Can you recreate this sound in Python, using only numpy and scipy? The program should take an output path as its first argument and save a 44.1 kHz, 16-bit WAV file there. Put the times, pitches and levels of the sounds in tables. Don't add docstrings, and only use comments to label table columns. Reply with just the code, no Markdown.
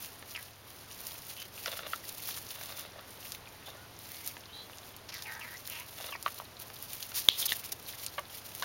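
import sys
import numpy as np
from scipy import signal
from scipy.fft import rfft, irfft
from scipy.io import wavfile
from scipy.ndimage import uniform_filter1d

SR = 44100
rng = np.random.default_rng(int(sys.argv[2]) if len(sys.argv) > 2 else 0)


def unload_audio(sound):
    columns = np.transpose(np.atleast_2d(sound))
    steps = np.round(np.clip(columns, -1, 1) * 32767)
    wavfile.write(sys.argv[1], SR, steps.astype(np.int16))


N = 381024
TIME = np.arange(N) / SR
FIDGET_DB = -61


def undb(db):
    return 10 ** (np.asarray(db) / 20)


def unit(x):
    return x / np.sqrt(np.mean(x ** 2) + 1e-18)


def colour(x, points):
    hz, db = np.transpose(points)
    bins = np.maximum(np.fft.rfftfreq(len(x), 1 / SR), 1)
    curve = undb(np.interp(np.log(bins), np.log(hz), db))
    return unit(irfft(rfft(x) * curve, len(x)))


def ring(x, hz, width):
    hz, width = min(hz, SR / 2 - 2000), min(width, SR / 3)
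    return signal.lfilter(*signal.iirpeak(hz, hz / width, fs=SR), x)


def walk(rate, size=N):
    hold = max(int(SR / rate), 1)
    steps = np.repeat(rng.standard_normal(size // hold + 2), hold)
    return np.sqrt(3 / 2) * uniform_filter1d(steps, hold)[hold:hold + size]


def span(seconds):
    return np.arange(int(seconds * SR)) / SR


def add(out, s, x):
    i = max(int(s * SR), 0)
    out[i:i + len(x)] += x[:max(N - i, 0)]


def swell(t, length, rise, fall):
    return np.clip(t / (rise * length), 0, 1) * np.clip((length - t) / (fall * length), 0, 1)


def strokes(rows, rise, fall):
    out = np.zeros(N)
    for s, length, db in rows:
        add(out, s, undb(db) * swell(span(length), length, rise, fall))
    return out


def crackle(rate, scatter_db):
    sizes = undb(scatter_db * np.minimum(rng.exponential(size=N), 4))
    return unit((rng.random(N) < rate / SR) * sizes * rng.choice([-1, 1], N))


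def yard(air_db=-53, waver_db=1.0, drift_rad=0.99):
    # f/Hz, relative level/dB
    air_eq = [(20, -4), (55, 0.5), (95, 2), (160, 2.5), (350, 1), (600, 1.5), (1000, 0), (2000, -4.5),
              (4000, -6.5), (6500, -10.5), (11000, -12.5), (16000, -19)]
    # f/Hz, rms level/dB
    partials = [(79.2, -68), (100.2, -65), (121, -68.5)]
    air = undb(air_db + 0.8 * walk(rate=2.5)) * colour(rng.standard_normal(N), air_eq)
    hum = np.zeros(N)
    for hz, db in partials:
        peak = np.sqrt(2) * undb(db + waver_db * walk(rate=5.8))
        hum += peak * np.sin(2 * np.pi * hz * TIME + drift_rad * walk(rate=3.4))
    return air + hum


def coop(x, t60=0.066, wet_db=-17):
    t = span(.3)
    tail = ring(rng.standard_normal(len(t)), hz=870, width=3200) * undb(-60 * t / t60) * (t > .004)
    return x + undb(wet_db) * signal.fftconvolve(x, tail / np.linalg.norm(tail))[:N]


def camera(case_hz=3470, scrape_width_hz=1340, release_s=0.000084, jolt_s=.00006, grit_s=0.00077):
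    # t/s, level/dB, contact time/s
    knocks = [(7.2866, -6, 0.0018), (7.426, -28, 0.0024), (7.492, -25, 0.0012), (7.508, -27, 0.00091),
              (7.521, -19, 0.001)]
    # t/s, length/s, level/dB
    scrapes = [(7.288, 0.12, -36), (7.419, 0.038, -33.5), (7.478, .055, -38)]
    out, t = np.zeros(N), span(.01)
    for s, db, contact in knocks:
        grip = np.minimum(t / contact * 2, 1) * np.exp(-np.maximum(t - contact, 0) / release_s)
        squeak = np.sqrt(2) * grip * np.sin(2 * np.pi * case_hz * t)
        grit = np.gradient(0.61 * rng.standard_normal(len(t)) * np.exp(-(t / grit_s) ** 2))
        jolt = 1.2 * np.exp(-t / jolt_s)
        add(out, s, undb(db) * (squeak + grit + jolt))
    slips = crackle(rate=1500, scatter_db=1)
    scrape = ring(ring(slips, case_hz, scrape_width_hz), case_hz, scrape_width_hz)
    return out + strokes(scrapes, rise=0.027, fall=0.97) * unit(scrape)


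def shuffling(press_share=0.17, settle_s=0.057):
    # t/s, length/s, level/dB
    shuffles = [(0, 0.039, -43), (.07, 0.24, -53.5), (0.26, .17, -49.5), (0.616, 0.28, -54),
                (0.85, 0.24, -49), (1.05, 0.038, -43), (1.12, 0.2, -47.5), (1.28, 0.026, -44),
                (1.387, 0.027, -47.5), (1.518, 0.26, -43.5), (1.848, 0.1, -45.5), (2.029, 0.096, -44),
                (2.163, 0.086, -43.5), (2.255, 0.046, -39), (2.336, 0.071, -45.5), (2.449, 0.062, -43),
                (2.575, 0.12, -43.5), (2.755, 0.027, -40.5), (3.047, .1, -51.5), (3.198, 0.068, -45),
                (3.28, 0.066, -50), (3.657, 0.011, -48.5), (3.994, 0.16, -47), (4.19, 0.12, -45),
                (4.54, 0.33, -56), (5.114, 0.23, -49.5), (5.37, 0.23, -52), (5.63, 0.17, -47),
                (5.857, 0.13, -48), (5.982, 0.095, -45), (6.206, 0.18, -47.5), (6.584, 0.044, -46),
                (6.655, 0.31, -48), (6.898, 0.12, -45), (7.032, .1, -50), (7.139, 0.051, -34),
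                (7.303, 0.24, -38), (7.633, 0.025, -40), (7.72, 0.18, -50.5), (7.872, 0.0324, -40.5),
                (7.962, 0.081, -42.5), (8.115, 0.021, -50), (8.295, .08, -45.5), (8.42, 0.13, -49.5),
                (8.526, 0.2, -45)]
    power, t = np.full(N, undb(FIDGET_DB) ** 2), span(1)
    for s, length, db in shuffles:
        press = 1 - np.exp(-t / (press_share * length))
        settle = np.exp(-np.maximum(t - length, 0) / settle_s)
        add(power, s, (undb(db) * press * settle) ** 2)
    return np.sqrt(power)


def straw(load, rub_db=-1.5, crack_db=-4, patchy_db=2.5, uneven_db=1.38):
    # f/Hz, relative level/dB
    straw_eq = [(200, -20), (600, -2), (1500, -6.5), (2600, 1), (4500, 2.5), (6500, 3), (10000, 3.5),
                (14000, 4)]
    rub = colour(crackle(rate=6000, scatter_db=0.5), straw_eq)
    stalk_hz = np.geomspace(1500, 15000, num=7)
    cracks = sum(ring(crackle(rate=140, scatter_db=3.5), hz, hz / 2) for hz in stalk_hz)
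    effort = load * undb(patchy_db * walk(rate=120) + uneven_db * walk(rate=20))
    return effort * (undb(rub_db) * rub + undb(crack_db) * colour(cracks, straw_eq))


def snaps(rows, crack_s, tail_db, breadth, gain_db, give_s=0.00022, tail_s=0.006):
    out, t = np.zeros(N), span(.05)
    for s, db, hz in rows:
        attack = 1 - np.exp(-t / give_s)
        envelope = attack * (np.exp(-t / crack_s) + undb(tail_db) * np.exp(-t / tail_s))
        noise = rng.standard_normal(len(t)) * envelope
        burst = ring(ring(noise, hz, hz * breadth), hz, hz * breadth)
        add(out, s, undb(db + gain_db) * unit(burst) * np.sqrt(np.mean(envelope ** 2)))
    return out


def small_snaps(load, per_s=12, rest_db=-45.5, scatter_db=2.5, centre_hz=4500, spread_octaves=0.84):
    chance = rng.standard_normal((200, 2))
    times = np.cumsum(rng.exponential(size=len(chance))) / per_s
    pressed_db = 20 * np.log10(np.interp(times, TIME, load)) - FIDGET_DB
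    db = rest_db + 0.29 * pressed_db + scatter_db * chance[:, 0]
    hz = centre_hz * 2 ** (spread_octaves * chance[:, 1])
    return np.column_stack([times, db, hz])[times < TIME[-1]]


def bedding():
    # t/s, level/dB before gain_db, centre f/Hz
    breaks = [(0.3631, -33, 5070), (0.9127, -36, 5560), (1.0685, -25.5, 10100), (1.4181, -32.5, 3200),
              (1.6594, -23, 3200), (1.7912, -31, 3220), (2.5065, -31, 4100), (3.3201, -24, 6800),
              (3.3483, -32, 3320), (3.9898, -35, 11500), (4.118, -31, 13700), (4.2752, -20.5, 12300),
              (4.7842, -34.5, 6170), (4.9643, -33.5, 12900), (5.1427, -31, 11700), (5.223, -29, 4940),
              (5.6746, -26.5, 11900), (5.6993, -25, 12500), (5.799, -30.5, 12600), (6.2264, -26.5, 10400),
              (6.344, -32, 12000), (6.5994, -29.5, 13300), (6.8254, -26, 13300), (6.9323, -26, 12700),
              (7.0264, -27.5, 4350), (8.064, -19, 6640), (8.194, -32.5, 12800), (8.55, -27, 12100),
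              (8.6243, -23.5, 4000)]
    # t/s, level/dB before gain_db, centre f/Hz
    taps = [(0.225, -35.5, 1280), (2.289, -32, 860), (2.374, -34, 2240), (2.612, -33.5, 1280),
            (4.368, -34, 1320), (4.697, -39, 1080), (6.701, -37.5, 1410), (7.118, -33.5, 1660)]
    load = shuffling()
    stalks = snaps(breaks, crack_s=0.00046, tail_db=-17.5, breadth=1.2, gain_db=5)
    chaff = snaps(small_snaps(load), crack_s=0.00052, tail_db=-16.5, breadth=0.4, gain_db=5.5)
    claws = snaps(taps, crack_s=0.0013, tail_db=-20, breadth=2.2, gain_db=0.5)
    return straw(load) + stalks + chaff + claws


def wings(flutter_db=2):
    # t/s, length/s, level/dB
    swishes = [(7.145, 0.076, -29), (7.379, 0.055, -29), (7.454, 0.017, -20.5), (7.718, 0.015, -27.5)]
    # f/Hz, relative level/dB
    feather_eq = [(200, -40), (1000, -6.5), (2500, -8.5), (4000, 3), (5500, 5), (10000, 5), (14000, 3)]
    envelope = strokes(swishes, rise=0.22, fall=0.55) * undb(flutter_db * walk(rate=140))
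    return envelope * colour(crackle(rate=14000, scatter_db=-0.5), feather_eq)


def whines(glide_share=.5, waver=0.0095, spread=0.36, octave_db=-14):
    # t/s, length/s, start f/Hz, resting f/Hz, level/dB, hoarseness (1 and up is all noise)
    calls = [(1.372, 0.09, 2950, 3140, -49.5, 0.65), (3.473, 0.0047, 2470, 2380, -46, .2),
             (3.655, 0.066, 3400, 3780, -51.5, .25), (3.76, 0.132, 1380, 1520, -60, 0),
             (4.092, 0.24, 2010, 2340, -59, 0.7), (4.476, 0.24, 2960, 3454, -58, 0.3),
             (4.522, 0.14, 3850, 4080, -49, 0.37), (5.233, 0.273, 856, 909, -54.5, 0.44),
             (5.545, 0.019, 1850, 2090, -45.5, 0.3), (5.761, .095, 841, 1094, -55, 0.4),
             (6.12, .046, 3250, 1910, -41.5, 1.1), (7.942, 0.093, 1848, 2110, -67, 0.3)]
    out = np.zeros(N)
    for s, length, start_hz, rest_hz, db, hoarse in calls:
        t = span(length)
        hz = rest_hz + (start_hz - rest_hz) * np.exp(-t / (glide_share * length))
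        phase = 2 * np.pi * np.cumsum(hz * (1 + waver * walk(rate=210, size=len(t)))) / SR
        whistle = np.exp(1j * phase) + undb(octave_db) * np.exp(2j * phase)
        smear = (walk(spread * rest_hz, len(t)) + 1j * walk(spread * rest_hz, len(t))) / np.sqrt(2)
        noise_share = np.clip(hoarse, 0, 1)
        voice = whistle * (np.sqrt(1 - noise_share) + np.sqrt(noise_share) * smear)
        add(out, s, undb(db) * unit(voice.real) * swell(t, length, rise=0.073, fall=0.41))
    return out


def creaks(pulse_hz=320, jitter=0.044, scatter_db=2.9, glide_s=0.025, rise_s=0.0097, fall_share=.8):
    # t/s, length/s, start f/Hz, target f/Hz, width/Hz, level/dB
    calls = [(0.348, 0.069, 3100, 1640, 330, -43.5), (5.087, 0.028, 5600, 4500, 2200, -40.5),
             (5.119, 0.15, 5400, 5360, 1900, -48), (5.122, .12, 2660, 1720, 300, -49),
             (5.255, 0.21, 2710, 1740, 279, -44), (5.407, 0.15, 3100, 1850, 280, -45.5),
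             (5.521, 0.059, 1700, 2020, 250, -51), (5.698, 0.18, 3000, 2720, 686, -46.5)]
    out, t = np.zeros(N), span(0.011)
    tick = 0.09 * (t == 0)
    for s, length, start_hz, target_hz, width, db in calls:
        chance = rng.standard_normal(size=(96, 2))
        starts = (np.cumsum(1 + jitter * chance[:, 0]) - 1) / pulse_hz
        for at, size_db in zip(starts[starts < length], scatter_db * chance[:, 1]):
            hz = target_hz + (start_hz - target_hz) * np.exp(-at / glide_s)
            tone = np.sin(2 * np.pi * hz * t) + undb(-16) * np.sin(4 * np.pi * hz * t)
            pulse = tone * np.exp(-np.pi * width * t) + tick
            fade = min(1, (1 - at / length) / fall_share) * min(1, .5 + at / rise_s)
            add(out, s + at, undb(db + size_db) * fade * unit(pulse) / np.sqrt(pulse_hz * t[-1]))
    return signal.sosfilt(signal.butter(2, 800, "high", fs=SR, output="sos"), out)


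def rasps(rattle_db=4.5):
    # t/s, length/s, level/dB
    calls = [(1.661, 0.12, -42.5), (1.795, 0.12, -49), (2.546, 0.35, -50), (2.816, 0.24, -59.5),
             (3.583, 0.23, -58.5), (5.976, 0.16, -46)]
    # f/Hz, half-width of each filter stage/Hz, relative level/dB
    beak = [(590, 106, 5), (1350, 420, 2), (1940, 450, -1), (2780, 340, 2.5), (3430, 350, 3.5)]
    effort = strokes(calls, rise=0.069, fall=0.32)
    air = effort * undb(rattle_db * walk(rate=180)) * crackle(rate=1100, scatter_db=4.5)
    voice = sum(undb(db) * ring(ring(air, hz, 2 * half), hz, 2 * half) for hz, half, db in beak)
    return unit(voice) * np.sqrt(np.mean(effort ** 2))


def clucks(onset=0.66, jitter=0.055, breath=0.11, first_beat=1.3, low_hz=540, db_per_octave=29):
    # t/s, length/s, level/dB, pitch f/Hz, mouth resonance f/Hz
    calls = [(1.660, 0.0052, -36, 675, 1440), (1.77, 0.0046, -44, 704, 1380),
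             (1.79, 0.0055, -39.5, 700, 1350), (1.933, 0.0043, -27.5, 686, 1310),
             (2.957, .008, -47, 605, 610), (2.984, .0075, -48, 560, 600), (3.679, 0.019, -47.5, 570, 600),
             (3.749, 0.0077, -50, 557, 690), (6.001, 0.0033, -42, 660, 810),
             (6.125, 0.0048, -39.5, 590, 1140), (6.151, 0.01, -41.5, 510, 1040),
             (6.2618, 0.003, -22, 630, 1130), (6.279, 0.0011, -29, 600, 1080),
             (6.4, 0.002, -33.5, 640, 950), (6.418, 0.0027, -43.5, 650, 900),
             (7.521, 0.0021, -25, 988, 1870), (8.18, 0.018, -34.5, 590, 1140),
             (8.623, 0.0063, -33, 534, 1080), (8.631, 0.0062, -34.5, 780, 1650)]
    # f/Hz, width/Hz, relative level/dB
    formants = [(690, 200, -3), (1800, 350, -6), (2950, 500, -5), (4100, 600, -10)]
    out, t = np.zeros(N), span(.05)
    for s, length, db, hz, mouth_hz in calls:
        cycles = np.cumsum(hz * (1 + jitter * walk(rate=360, size=len(t)))) / SR
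        beats = np.diff(np.floor(cycles), prepend=-first_beat)
        envelope = np.clip(2 * (1 - t / length), 0, 1) * np.minimum(onset + 2 * t / length, 1)
        syrinx = envelope * (beats + breath * rng.standard_normal(len(t)))
        mouth = undb(4) * ring(syrinx, mouth_hz, width=280)
        throat = sum(undb(gain_db) * ring(syrinx, f, width) for f, width, gain_db in formants)
        top_hz = 3100 * 2 ** ((db + 32) / db_per_octave)
        band = signal.butter(3, [low_hz, top_hz], "band", fs=SR, output="sos")
        voice = signal.sosfilt(band, mouth + throat)
        add(out, s, undb(db) * unit(voice) * np.sqrt(length / t[-1]))
    return out


def scene():
    birds = wings() + clucks() + rasps() + creaks() + whines()
    return (coop(bedding() + birds) + camera() + yard())[None]


def record(dry, notch_hz=7887, notch_width_hz=2500, top_hz=15900):
    notched = dry - ring(dry, notch_hz, notch_width_hz)
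    return signal.sosfilt(signal.ellip(10, .2, 70, top_hz, fs=SR, output="sos"), notched)


dry = scene()
out = record(dry)
unload_audio(out)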